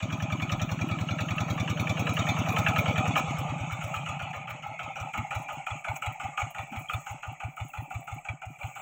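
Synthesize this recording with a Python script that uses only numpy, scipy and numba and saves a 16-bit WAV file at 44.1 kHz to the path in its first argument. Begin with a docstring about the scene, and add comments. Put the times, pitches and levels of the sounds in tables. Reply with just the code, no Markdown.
"""A single-cylinder four-stroke diesel on a hand tractor ploughs nearer, is throttled back,
coasts down and turns away at idle. Each cycle sums noise-rung block knock, valve tick, band-passed
exhaust and inlet pulses. Gears tap and filtered noise rumbles below; sheet metal hisses,
mud sprays in the far treble, loose iron buzzes and the engine clanks."""
import sys
import numpy as np
from scipy import signal
from scipy.io import wavfile
from scipy.ndimage import uniform_filter1d
from numba import njit

SR = 44100
rng = np.random.default_rng(int(sys.argv[2]) if len(sys.argv) > 2 else 0)


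def waveform_to_disk(signal):
    """Save audio, clipped to [-1, 1], as 16-bit WAV at the path in sys.argv[1]."""
    frames = np.transpose(np.atleast_2d(signal))
    scaled = np.clip(frames, -1, 1) * 32767
    samples = np.round(scaled).astype(np.int16)
    wavfile.write(sys.argv[1], SR, samples)


N = 388521
TIME_S = np.arange(N) / SR


def undb(db):
    """Amplitude of a level in dB."""
    return 10 ** (np.asarray(db) / 20)


def track(points, at):
    """Straight lines through (position, value) points, read at the given positions."""
    return np.interp(at, *np.transpose(points))


def band(x, hz, width_hz, order=2):
    """Resonance applied several times, so the valleys beside it stay dark."""
    b, a = signal.iirpeak(hz, hz / width_hz, fs=SR)
    for _ in range(order):
        x = signal.lfilter(b, a, x)
    return x


def hiss(hz, width_hz, envelope):
    """White noise under an envelope rings one resonance."""
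    return band(envelope * rng.standard_normal(N), hz, width_hz, order=3)


def spikes(s, size):
    """Impulses at the given seconds; those outside the sound are dropped."""
    k, out = np.round(np.asarray(s) * SR).astype(int), np.zeros(N)
    inside = (k >= 0) & (k < N)
    np.add.at(out, k[inside], (size * np.ones(len(k)))[inside])
    return out


def fade(x, t60_s, rise_s):
    """Each impulse becomes a swell of the given rise time and an exponential tail."""
    tail_pole = np.exp(-np.log(1000) / (t60_s * SR))
    rise_pole = np.exp(-1 / (max(rise_s, 1e-4) * SR))
    tail = signal.lfilter([1], [1, -tail_pole], x)
    return signal.lfilter([1 - rise_pole], [1, -rise_pole], tail)


def walk(rate_hz):
    """Random levels held 1 / rate_hz s and slewed twice; spread near 1."""
    k = int(SR / rate_hz)
    steps = np.repeat(rng.standard_normal(N // k + 1), k)
    return 1.49 * uniform_filter1d(uniform_filter1d(steps, k), k)[:N]


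def thump(s, db, hz, width_hz, push_ms):
    """A soft slug of gas rings a pipe or box; each ring peaks at db."""
    push = np.hanning(int(push_ms * SR / 1000))
    one = band(np.r_[push, np.zeros(SR // 10)], hz, width_hz)
    return signal.fftconvolve(spikes(s, undb(db)), one / np.abs(one).max())[:N]


def strokes():
    """Every power stroke: near steady under load, losing speed evenly, then uneven idle beats."""
    # crank position under load: stroke_number, exhaust_opens_s
    crank = [(-1, -.0731), (5, .519), (10, 1.0078), (13, 1.3062), (16, 1.5994), (25, 2.4856), (26, 2.5857),
             (31, 3.0766)]
    # working then coasting strokes: ignition_lead_ms, knock_db, exhaust_thump_db, valve_tick_db
    load = [(24.8, -33.0, -25.0, -34.0), (24.84, -36, -24, -33), (25.6, -33.5, -25.5, -31),
            (26.34, -31, -23, -32.5), (23.8, -35, -23, -30.5), (25.7, -33, -25, -30.5),
            (26.5, -29, -22.5, -27), (23.7, -30.5, -22, -28), (26.4, -33, -23.5, -37),
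            (25.76, -34.5, -23.5, -33.5), (25.3, -37, -23.0, -32), (23.7, -32, -23, -37),
            (22.7, -30.5, -23, -33.5), (23.64, -28, -24, -29.5), (24.3, -31, -23.5, -31),
            (26, -27, -23, -29), (22.7, -34, -22.5, -32), (25.7, -32, -22.5, -33), (23.75, -27, -22.5, -33),
            (26.6, -32.5, -22.5, -30.5), (27.2, -28.5, -22, -27.5), (27, -31, -23, -39),
            (26.54, -25, -22.5, -31), (24.9, -26, -21.5, -28), (24.3, -29, -22, -23.5),
            (24.8, -31, -21.5, -33), (26.9, -30.5, -22.5, -25.5), (25, -20.5, -20, -28),
            (22.65, -19, -21, -24.8), (24.9, -21.5, -20, -24.5), (25.6, -26.5, -20, -26.5),
            (23.68, -26.5, -20.5, -24.5), (24.85, -26, -21, -38), (24.36, -22.5, -37, -31),
            (25.3, -50, -28, -53), (22.3, -35, -25, -44), (23.1, -47, -27, -38), (28, -44, -25.5, -48),
            (17.8, -32, -26, -36), (33.3, -32.7, -26, -45), (27.2, -28.5, -29.5, -32),
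            (36.4, -30.1, -29, -35.8), (36.4, -30, -30, -37), (36.8, -32, -34, -53), (41, -34.5, -37, -35)]
    # idle beats: exhaust_opens_s, ignition_lead_ms, knock_db, exhaust_thump_db, valve_tick_db
    idle = [(4.6767, 55, -36, -40, -63), (4.84, 54, -29, -38, -35), (5.0101, 57, -31, -29.5, -40),
            (5.1852, 53, -26, -25.5, -22), (5.3592, 55, -26, -25, -32), (5.5317, 51, -31.5, -45, -64),
            (5.7139, 53, -27, -29, -27), (5.893, 53.6, -28.5, -27, -22.5), (6.0718, 55.4, -28, -25.5, -25),
            (6.246, 52, -31.5, -32, -32), (6.4254, 55, -22.5, -26, -24), (6.5932, 51.5, -33.5, -32, -26.5),
            (6.7702, 54, -36.5, -29.5, -27), (6.9426, 52.7, -27, -24, -22), (7.106, 46.6, -32.5, -32, -40),
            (7.277, 54, -31.5, -30, -48), (7.4447, 48, -33, -26.5, -34), (7.6106, 48, -37, -26.5, -31.5),
            (7.7825, 53, -36, -27, -31), (7.9534, 53, -36, -26.5, -32), (8.123, 54, -34.5, -29.5, -37),
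            (8.2958, 52, -38.5, -27.5, -25.5), (8.4642, 51, -36, -33, -51), (8.64, 57, -49, -27.5, -30.5),
            (8.813, 63, -38, -36, -44)]
    rate_per_s, loss_per_s2, coast_strokes = 10.067, 2.379, 12
    number, s = np.transpose(crank)
    working = np.interp(np.arange(number[0], number[-1] + 1), number, s)
    turns = np.arange(1, coast_strokes + 1)
    # constant deceleration of the flywheel, solved for the time of each stroke
    coast_s = (rate_per_s - np.sqrt(rate_per_s ** 2 - 2 * loss_per_s2 * turns)) / loss_per_s2
    coasting = s[-1] + coast_s
    loaded = np.c_[np.r_[working, coasting], load]
    return np.transpose(np.r_[loaded, idle])


def since_ignition(fires):
    """Fraction of the cycle elapsed since the last ignition, 0-1."""
    return np.interp(TIME_S, fires, np.arange(len(fires))) % 1


def pipes(opens, cycle, thump_db, close_db, inlet_db):
    """Exhaust blow-down, the snap as that valve shuts a stroke later, then the inlet's ring."""
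    # at working speed the gas leaves as a short steep front; slower, as a long soft one
    slow = np.clip((cycle - .1) / .006, 1e-3, 1 - 1e-3)
    fast_db = thump_db + 20 * np.log10(1 - slow)
    slow_db = thump_db + 20 * np.log10(slow)
    blow = thump(opens + .0075, fast_db + 3.3, hz=123, width_hz=76, push_ms=4.7)
    blow -= thump(opens + .001, fast_db + 1.7, hz=200, width_hz=147, push_ms=8.5)
    blow += thump(opens - .0056, slow_db - 1.5, hz=124, width_hz=36, push_ms=13.8)
    blow -= thump(opens - .0049, slow_db - 4.2, hz=106, width_hz=105, push_ms=12.3)
    # a weak low bump comes just before each exhaust thump
    blow += thump(opens - .005 - .006 * slow, thump_db - 14, hz=105, width_hz=200, push_ms=9)
    shuts = opens + .0095 + .178 * cycle - .0025 * slow
    shut = thump(shuts, close_db + 1 - 5 * slow, hz=260, width_hz=170, push_ms=3.8)
    tail = thump(shuts - .001, close_db - 15 + 13 * slow, hz=148, width_hz=38, push_ms=4)
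    # the piston pumps air whether fuel burns or not, so the air cleaner hums on the overrun too
    hum = thump(shuts, inlet_db - 26 + 7 * slow, hz=145, width_hz=26, push_ms=2.9)
    draws = opens + .016 + .425 * cycle
    inlet = thump(draws, inlet_db, hz=152, width_hz=75, push_ms=3)
    inlet += thump(draws, inlet_db - 5, hz=156, width_hz=22, push_ms=3)
    return blow + shut + tail + hum + inlet


def breathing(opens, cycle, thump_db):
    """Exhaust and inlet gas; with little fuel burning it loses its deep bass."""
    # start_s, inlet_ring_db (as the inlet shuts), exhaust_closing_db; both before trims in pipes()
    intake = [(0, -30, -29), (1.5, -28.5, -27), (2.2, -27, -24.5), (3, -27.5, -25), (3.5, -30, -24.5),
              (3.72, -32.5, -36.5), (4.1, -36.5, -37), (4.5, -47.5, -40), (5.2, -58, -36.5),
              (5.7, -64, -37.5), (6.6, -66, -37.5), (7.4, -66, -37), (8.8, -66, -40.5)]
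    # start_s, overrun_share (0-1)
    coast_share = [(3.1, 0.4), (3.4, 1), (4.5, 1), (4.95, 0.3)]
    s, inlet_db, close_db = np.transpose(intake)
    inlet_db = np.interp(opens, s, inlet_db)
    close_db = np.interp(opens, s, close_db) + 1.5 * rng.standard_normal(len(opens))
    gas = pipes(opens, cycle, thump_db, close_db, inlet_db)
    thin = signal.sosfiltfilt(signal.butter(2, 58, "high", fs=SR, output="sos"), gas)
    overrun = np.clip(track(coast_share, TIME_S), 0, 1)
    return gas + overrun * (thin - gas)


@njit
def wall(x, hz, width_hz, order):
    """Resonance whose centre moves, applied several times."""
    y = x.copy()
    for _ in range(order):
        b, l = 0., 0.  # band-pass and low-pass states
        for i in range(len(y)):
            g, k = np.tan(np.pi * hz[i] / SR), width_hz / hz[i]
            v = (b + g * (y[i] - l)) / (1 + g * (g + k))
            b, l, y[i] = 2 * v - b, l + 2 * g * v, k * v
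    return y


def block(opens, cycle, lead_ms, knock_db, tick_db, clatter_db, side, shake):
    """Knock, valve tick and running clatter ring the same casting, each blow with its own colour."""
    # block and covers: centre_hz, width_hz (per filter pass), front_db, side_db,
    # knock_extra_front_db, knock_extra_side_db
    walls = [(277, 102, -4.5, -37, -29, 2), (515.4, 77, -15.5, -43, 7, 11), (630.6, 200, 0, -9, -9.5, -19),
             (792, 198, 0.5, 4.5, -17.5, -6), (1027, 290, -5, -14, -9.5, -7),
             (1248.7, 179, 0.5, -5, -4, 0.5), (1400, 238, -11, -13, 1, 12),
             (1724, 405, -18, -29, 13.5, 8.5), (2041, 380, -17, -14, -2, -1), (2299, 273, -4, -6, -4, -2),
             (2470, 300, -4, -9, -6.5, 2), (2670, 253, -11.5, -7, 6.5, -12),
             (2940, 520, -10, -15.5, 4.5, -1), (3407, 180, -11.5, -23, -7, -11),
             (3697, 370, -16, -43, -22, -5), (4010, 180, -21, -33, -2, -8),
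             (4410, 590, -25.5, -50, -19, -2)]
    # walls the valve gear reaches best: centre_hz, tick_extra_db
    tick_colour = [(300, -10), (800, -12), (1300, -6.5), (1800, -2), (2350, 1.5), (2800, -22), (3500, 8),
                   (4500, 5)]
    # walls that fall silent soonest between slow strokes: centre_hz, lull_share (ratio)
    lull_depth = [(280, 1.7), (520, 1.8), (790, 1.04), (1030, 1.7), (1390, 1.7), (1720, 0.85), (2400, 0.47),
                  (3000, 1.8), (4400, 1.3)]
    clatter_rise_s, idle_swell_s = .03, .005
    wall_drift, wall_sag = .022, .03  # shares of the wall's centre frequency

    fires, lifts = opens - lead_ms / 1000, opens + .010 - .13 * cycle
    side_at_fire = np.interp(fires, TIME_S, side)
    # slow running leaves a lull before each ignition; the clatter then builds up again
    since = since_ignition(fires)
    lull = 138 * since ** 3.5 * np.interp(TIME_S, opens, cycle - .09)
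    lull_db = fade(lull, clatter_rise_s, clatter_rise_s / 8) * np.log(1000) / (clatter_rise_s * SR)
    stroke = np.clip(np.searchsorted(fires, TIME_S) - 1, 0, None)
    out, flicker = 0, walk(45)
    for hz, width_hz, front_db, side_db, hit_front_db, hit_side_db in walls:
        hit_db = hit_front_db + side_at_fire * (hit_side_db - hit_front_db)
        run = undb(clatter_db - track(lull_depth, hz) * lull_db)
        knock_var, tick_var, knock_sign, tick_sign, delay_var = rng.standard_normal((5, len(opens)))
        knock = undb(knock_db + hit_db + 2.5 * knock_var)
        tick = undb(tick_db + 3 * tick_var + track(tick_colour, hz))
        # a blow is one sharp push, which reaches the low walls last, and a fading shiver after it
        late = 5.49 / hz
        # low walls shiver longer, so each stroke darkens as it fades
        ring_s = .13 * (hz / 1500) ** -.4
        wander = np.roll(flicker, rng.integers(N))
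        reach = fires + .02 * (cycle - .04) * (np.abs(delay_var) - .4)
        knock_push = (.81 + .5 * side_at_fire) * knock * np.sign(knock_sign)
        push = spikes(reach + late + .003005 * side_at_fire, knock_push)
        push += spikes(lifts + late, .61 * tick * np.sign(tick_sign))
        # the push lasts a fraction of the wall's own cycle, so it does not click
        push = uniform_filter1d(push, size=int(.4 * SR / hz)) * 1.3
        knocks, ticks = spikes(reach, knock), spikes(lifts, tick)
        # seen from the side the shiver swells in; from the front it is brief and hard
        swelling = fade(knocks, ring_s, 1.2 * late + idle_swell_s) + fade(ticks, .72 * ring_s, .0028)
        brief = fade(knocks, .51 * ring_s, .73 * late) + fade(ticks, .78 * ring_s, .0026)
        shiver = 1.02 * side * swelling + (1 - side) * 1.16 * brief
        shiver = shiver + shake + .62 * run * undb(3.3 * wander)
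        # timing gears and rockers tap near set crank angles, each wall answering differently
        angle = np.linspace(.12, .9, num=6) + .02 * rng.standard_normal((len(opens), 6))
        size = np.clip(rng.standard_normal(angle.shape), -2, 2)
        tap_s = fires[:, None] + cycle[:, None] * angle
        taps = run * spikes(tap_s.ravel(), .63 * size.ravel())
        # the casting is loaded differently on every stroke, and its ring sags as the pressure falls
        drift = wall_drift * rng.standard_normal(len(opens))[stroke]
        centre_hz = hz * (1 + drift - wall_sag * (since - .4) * side)
        centre_hz = uniform_filter1d(centre_hz, size=400)
        drive = shiver * rng.standard_normal(N) + np.sqrt(SR / width_hz) * (push + taps)
        gain = undb(front_db + side * (side_db - front_db))
        out = out + gain * wall(drive, centre_hz, float(width_hz), order=3)
    return undb(15) * out


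def gas_spit(opens, cycle, lead_ms, knock_db, thump_db, side, shake):
    """Envelope of gas spitting as the valve lifts, with a share of each knock and of the loose iron."""
    side_at_open = np.interp(opens, TIME_S, side)
    front_db, side_db, scatter_db = -12, -22, 2
    spit_db = (knock_db + thump_db) / 2 + front_db + side_at_open * (side_db - front_db)
    spit_db = spit_db + scatter_db * rng.standard_normal(len(opens))
    lift = fade(spikes(opens + .01 - .13 * cycle, undb(spit_db + 3)), .029, .0058)
    knock = undb(knock_db - 28 + 5.9 * side_at_open)
    return lift + fade(spikes(opens - lead_ms / 1000, knock), .09, .0049) + undb(-11.5) * shake


def sheet_metal(spit, hiss_db, side):
    """Thin sheet metal and escaping gas: noise bands sing under the spits and a running hiss."""
    # centre_hz, width_hz (per filter pass), front_db, side_db, spit_extra_db
    sheets = [(5300, 400, -14, -26, 11), (5900, 600, -5, -21, 9), (6750, 850, -2, -2, 0),
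              (7700, 1000, -8, -2, 0), (8500, 500, -15, -8, 0), (6493, 38, 11, -6, -8),
              (7443, 65, 1, -8, -3)]
    out, puffs_db = 0, 1.4 * side * walk(12)
    for hz, width_hz, front_db, side_db, hit_db in sheets:
        drive = undb(hit_db + 3.8 * walk(10)) * spit + undb(hiss_db + 2.3 * walk(30) + puffs_db)
        gain = undb(front_db + side * (side_db - front_db) + 12.5)
        out = out + gain * hiss(hz, width_hz, drive)
    return out


def mud_spray(spit, top_db):
    """Mud off the wheel paddles: splashes and droplets gate far-treble noise, along with the spits."""
    # mud thrown off a paddle: start_s, relative_level_db
    splashes = [(1.8003, -35), (1.9944, -37), (2.0507, -43), (2.1335, -32), (2.2827, -38), (2.5217, -36),
                (2.582, -44), (2.7846, -33), (3.3847, -35), (4.4937, -41), (5.384, -45), (5.419, -40),
                (5.522, -39), (5.885, -48), (5.9369, -43), (5.9653, -36), (6.1229, -44), (7.3197, -49),
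                (7.6445, -47), (7.6804, -40), (7.8206, -52), (8.0376, -43), (8.5045, -52), (3.72, -44),
                (3.83, -44), (3.94, -45), (6.5031, -38), (6.787, -35), (6.9361, -38)]
    # far-treble colour of the microphone: centre_hz, width_hz (per filter pass), relative_level_db
    port = [(9590, 3250, -6.5), (10800, 310, -11), (13750, 3700, -11.5), (15270, 1100, -0.5)]
    s, db = np.transpose(splashes)
    spray = fade(spikes(s, undb(db - 8.5)), .063, .003)
    spray = spray + undb(-6) * spit * undb(2 * walk(8.5)) + undb(top_db + 2.2 * walk(11))
    # single droplets tick between the splashes, 60 per s
    place, chance = rng.random((2, int(60 * N / SR)))
    drops = fade(spikes(place * N / SR, -np.log(chance)), .018, .0017)
    spray = spray + undb(top_db + 8.5) * drops
    out = 0
    for hz, width_hz, db in port:
        out = out + undb(db + 9.5) * hiss(hz, width_hz, spray * undb(2.8 * walk(30)))
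    return out


def rumble(clatter_db, lull_db, side):
    """Low noise around 137 Hz follows the clatter, weaker from the side and before slow ignitions."""
    level = undb(clatter_db + 9.5 - 5.2 * side - 1.5 * lull_db)
    return level * hiss(136.7, 85, undb(3 * walk(3.554)))


def low_noise():
    """Uneven noise bands: low-mid, bass with the thuds of a wheel on clods, and a deep rumble."""
    # low-mid noise around 479 Hz, strongest when the tractor is nearest: start_s, relative_level_db
    low_mid = [(0, -74), (1.3, -49), (2.1, -39.5), (2.7, -38), (3.15, -36), (3.3, -42), (3.6, -55),
               (4.298, -72)]
    # low noise: start_s, bass_relative_db (269 Hz), deep_relative_db (40 Hz background rumble)
    low_levels = [(0.0, -37, -59), (2.94, -42, -61), (3.11, -40, -66), (3.65, -51, -66), (4.8, -82, -86),
                  (5.24, -62, -69), (5.46, -58, -80), (6.52, -68, -70), (7.06, -70, -76), (7.82, -57, -74),
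                  (8.26, -69, -75), (8.8, -62, -79)]
    # a wheel drops on a clod: start_s, relative_level_db, length_s
    thuds = [(5.15, -37, 0.074), (6.7, -39, 0.069), (6.215, -47.5, 0.054), (4.6, -57, 0.038)]
    s, bass_db, deep_db = np.transpose(low_levels)
    thud = 0
    for start_s, db, length_s in thuds:
        thud = thud + undb(db) * np.sin(np.pi * np.clip((TIME_S - start_s) / length_s, 0, 1))
    mid = hiss(479, 170, undb(track(low_mid, TIME_S) + 12.5 + 4.35 * walk(20)))
    bass = hiss(269, 142, undb(np.interp(TIME_S, s, bass_db) + 13.5 + 3.84 * walk(14)))
    deep = hiss(40, 45, undb(np.interp(TIME_S, s, deep_db) + 30 + 2.8 * walk(12)))
    return mid + bass + undb(22.5) * hiss(216, 103, thud) + deep


def clanks():
    """Clanks and knock rings of the engine, each an impulse ringing one resonance."""
    # start_s, pitch_hz, peak_db
    struck = [(6.885, 3200, -35), (5.708, 3370, -38), (6.94, 3550, -37.5), (8.29, 2800, -54),
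              (.428, 2400, -26), (3.698, 1310, -30.5), (3.939, 1283, -26.5), (4.062, 1370, -36),
              (2.788, 2425, -23.5), (4.661, 807, -27.5), (4.862, 805, -31), (4.902, 816, -31.5),
              (5.071, 800, -30), (5.247, 800, -29), (5.415, 790, -38), (5.598, 790, -30),
              (5.874, 670, -30.5), (5.913, 850, -25.5), (6.577, 790, -36), (7.329, 787, -38),
              (7.464, 770, -35), (7.802, 810, -41), (8.013, 770, -48), (8.182, 2330, -38.5),
              (7.70, 2670, -45), (0.815, 2410, -29), (1.507, 2280, -37), (7.576, 1310, -35),
              (7.908, 1376, -40), (8.08, 1400, -37), (8.423, 1406, -39), (8.77, 1350, -40),
              (3.163, 1220, -19.5)]
    out = np.zeros(N)
    for s, hz, db in struck:
        ring = band(np.r_[1, np.zeros(SR // 10)], hz, 143, order=3)
        padded = np.pad(undb(db) * ring / np.abs(ring).max(), (0, N))
        out += np.roll(padded, int(s * SR))[:N]
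    return out


def shaking():
    """Envelope of loose iron buzzing for a moment."""
    # start_s, relative_level_db, length_s
    rattles = [(3.16, -28.5, 0.037), (6.39, -33.5, 0.019), (5.955, -33, 0.012), (3.3, -39, 0.0084),
               (6.5, -44, 0.0083), (13, -50, 0.095), (4.5, -44, 0.0086), (4.3, -45, 0.013),
               (2.9, -37, 0.01)]
    out = 0
    for s, db, length_s in rattles:
        gate = 1. * ((TIME_S > s) & (TIME_S < s + length_s))
        out = out + undb(db) * fade(gate, .023, .0004) * np.log(1000) / (.034 * SR)
    return out


def scene():
    """Sums the engine, the low noise and the mud along one course of work, coasting and idle."""
    # start_s, clatter_db, hiss_db, spray_db (all before trims), side_share (0 front, 1 side)
    work = [(0, -39.5, -56.5, -75, 0.04), (1.1, -38, -56, -71.5, 0), (1.9, -36, -54.5, -71.5, 0),
            (2.2, -32.5, -50.5, -69, 0.01), (2.6, -30.5, -48.5, -62, 0.16), (3.15, -31, -49, -76, 0.19),
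            (3.62, -34.5, -53, -78, 0.44), (3.87, -34, -48.5, -65, 0.4), (4.3, -33.5, -56.5, -85, 0.54),
            (4.55, -37.5, -58, -89, 0.48), (5, -34, -58, -72, 0.48), (5.22, -35, -53, -75, 0.79),
            (5.4, -34.5, -53, -71, 0.41), (5.7, -36.5, -55, -75, 0.96), (5.999, -35.5, -53, -70, 0.71),
            (6.4, -35.5, -54, -76, 0.84), (7, -39, -52, -61, 0.72), (7.27, -40.5, -59, -82, 0.62),
            (7.5, -42.5, -57.5, -70, 1), (8.12, -41, -57, -68.5, 0.97), (8.44, -47, -64.5, -82, 1),
            (8.68, -38, -53, -63, 0.93)]
    s, *columns = np.transpose(work)
    clatter_db, hiss_db, top_db, side = (np.interp(TIME_S, s, c) for c in columns)
    side = np.clip(side, 0, 1)
    opens, lead_ms, knock_db, thump_db, tick_db = strokes()
    cycle = np.gradient(opens)
    # the hiss dips before each ignition, more the longer the cycle
    since = since_ignition(opens - lead_ms / 1000)
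    lull_db = 99 * since ** 4.7 * np.interp(TIME_S, opens, cycle - .09)
    shake = shaking()
    spit = gas_spit(opens, cycle, lead_ms, knock_db, thump_db, side, shake)
    engine = breathing(opens, cycle, thump_db)
    engine = engine + block(opens, cycle, lead_ms, knock_db, tick_db, clatter_db, side, shake)
    treble = sheet_metal(spit, hiss_db - lull_db, side) + mud_spray(spit, top_db - lull_db)
    mix = engine + treble + rumble(clatter_db, lull_db, side) + low_noise() + clanks()
    return mix[None]


def record(dry):
    """The microphone loses the deepest bass, its port has two dips; a steep low-pass cuts the top."""
    # dips of the microphone port: centre_hz, width_hz
    port_dips = [(4850, 340), (9300, 3450)]
    dry = signal.sosfilt(signal.butter(1, 25, "high", fs=SR, output="sos"), dry)
    for hz, width_hz in port_dips:
        notched = signal.lfilter(*signal.iirnotch(hz, hz / width_hz, fs=SR), dry)
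        dry = .22 * dry + .78 * notched
    return signal.sosfilt(signal.ellip(14, .2, 60, 15830, fs=SR, output="sos"), dry)


dry = scene()
out = record(dry)
waveform_to_disk(out)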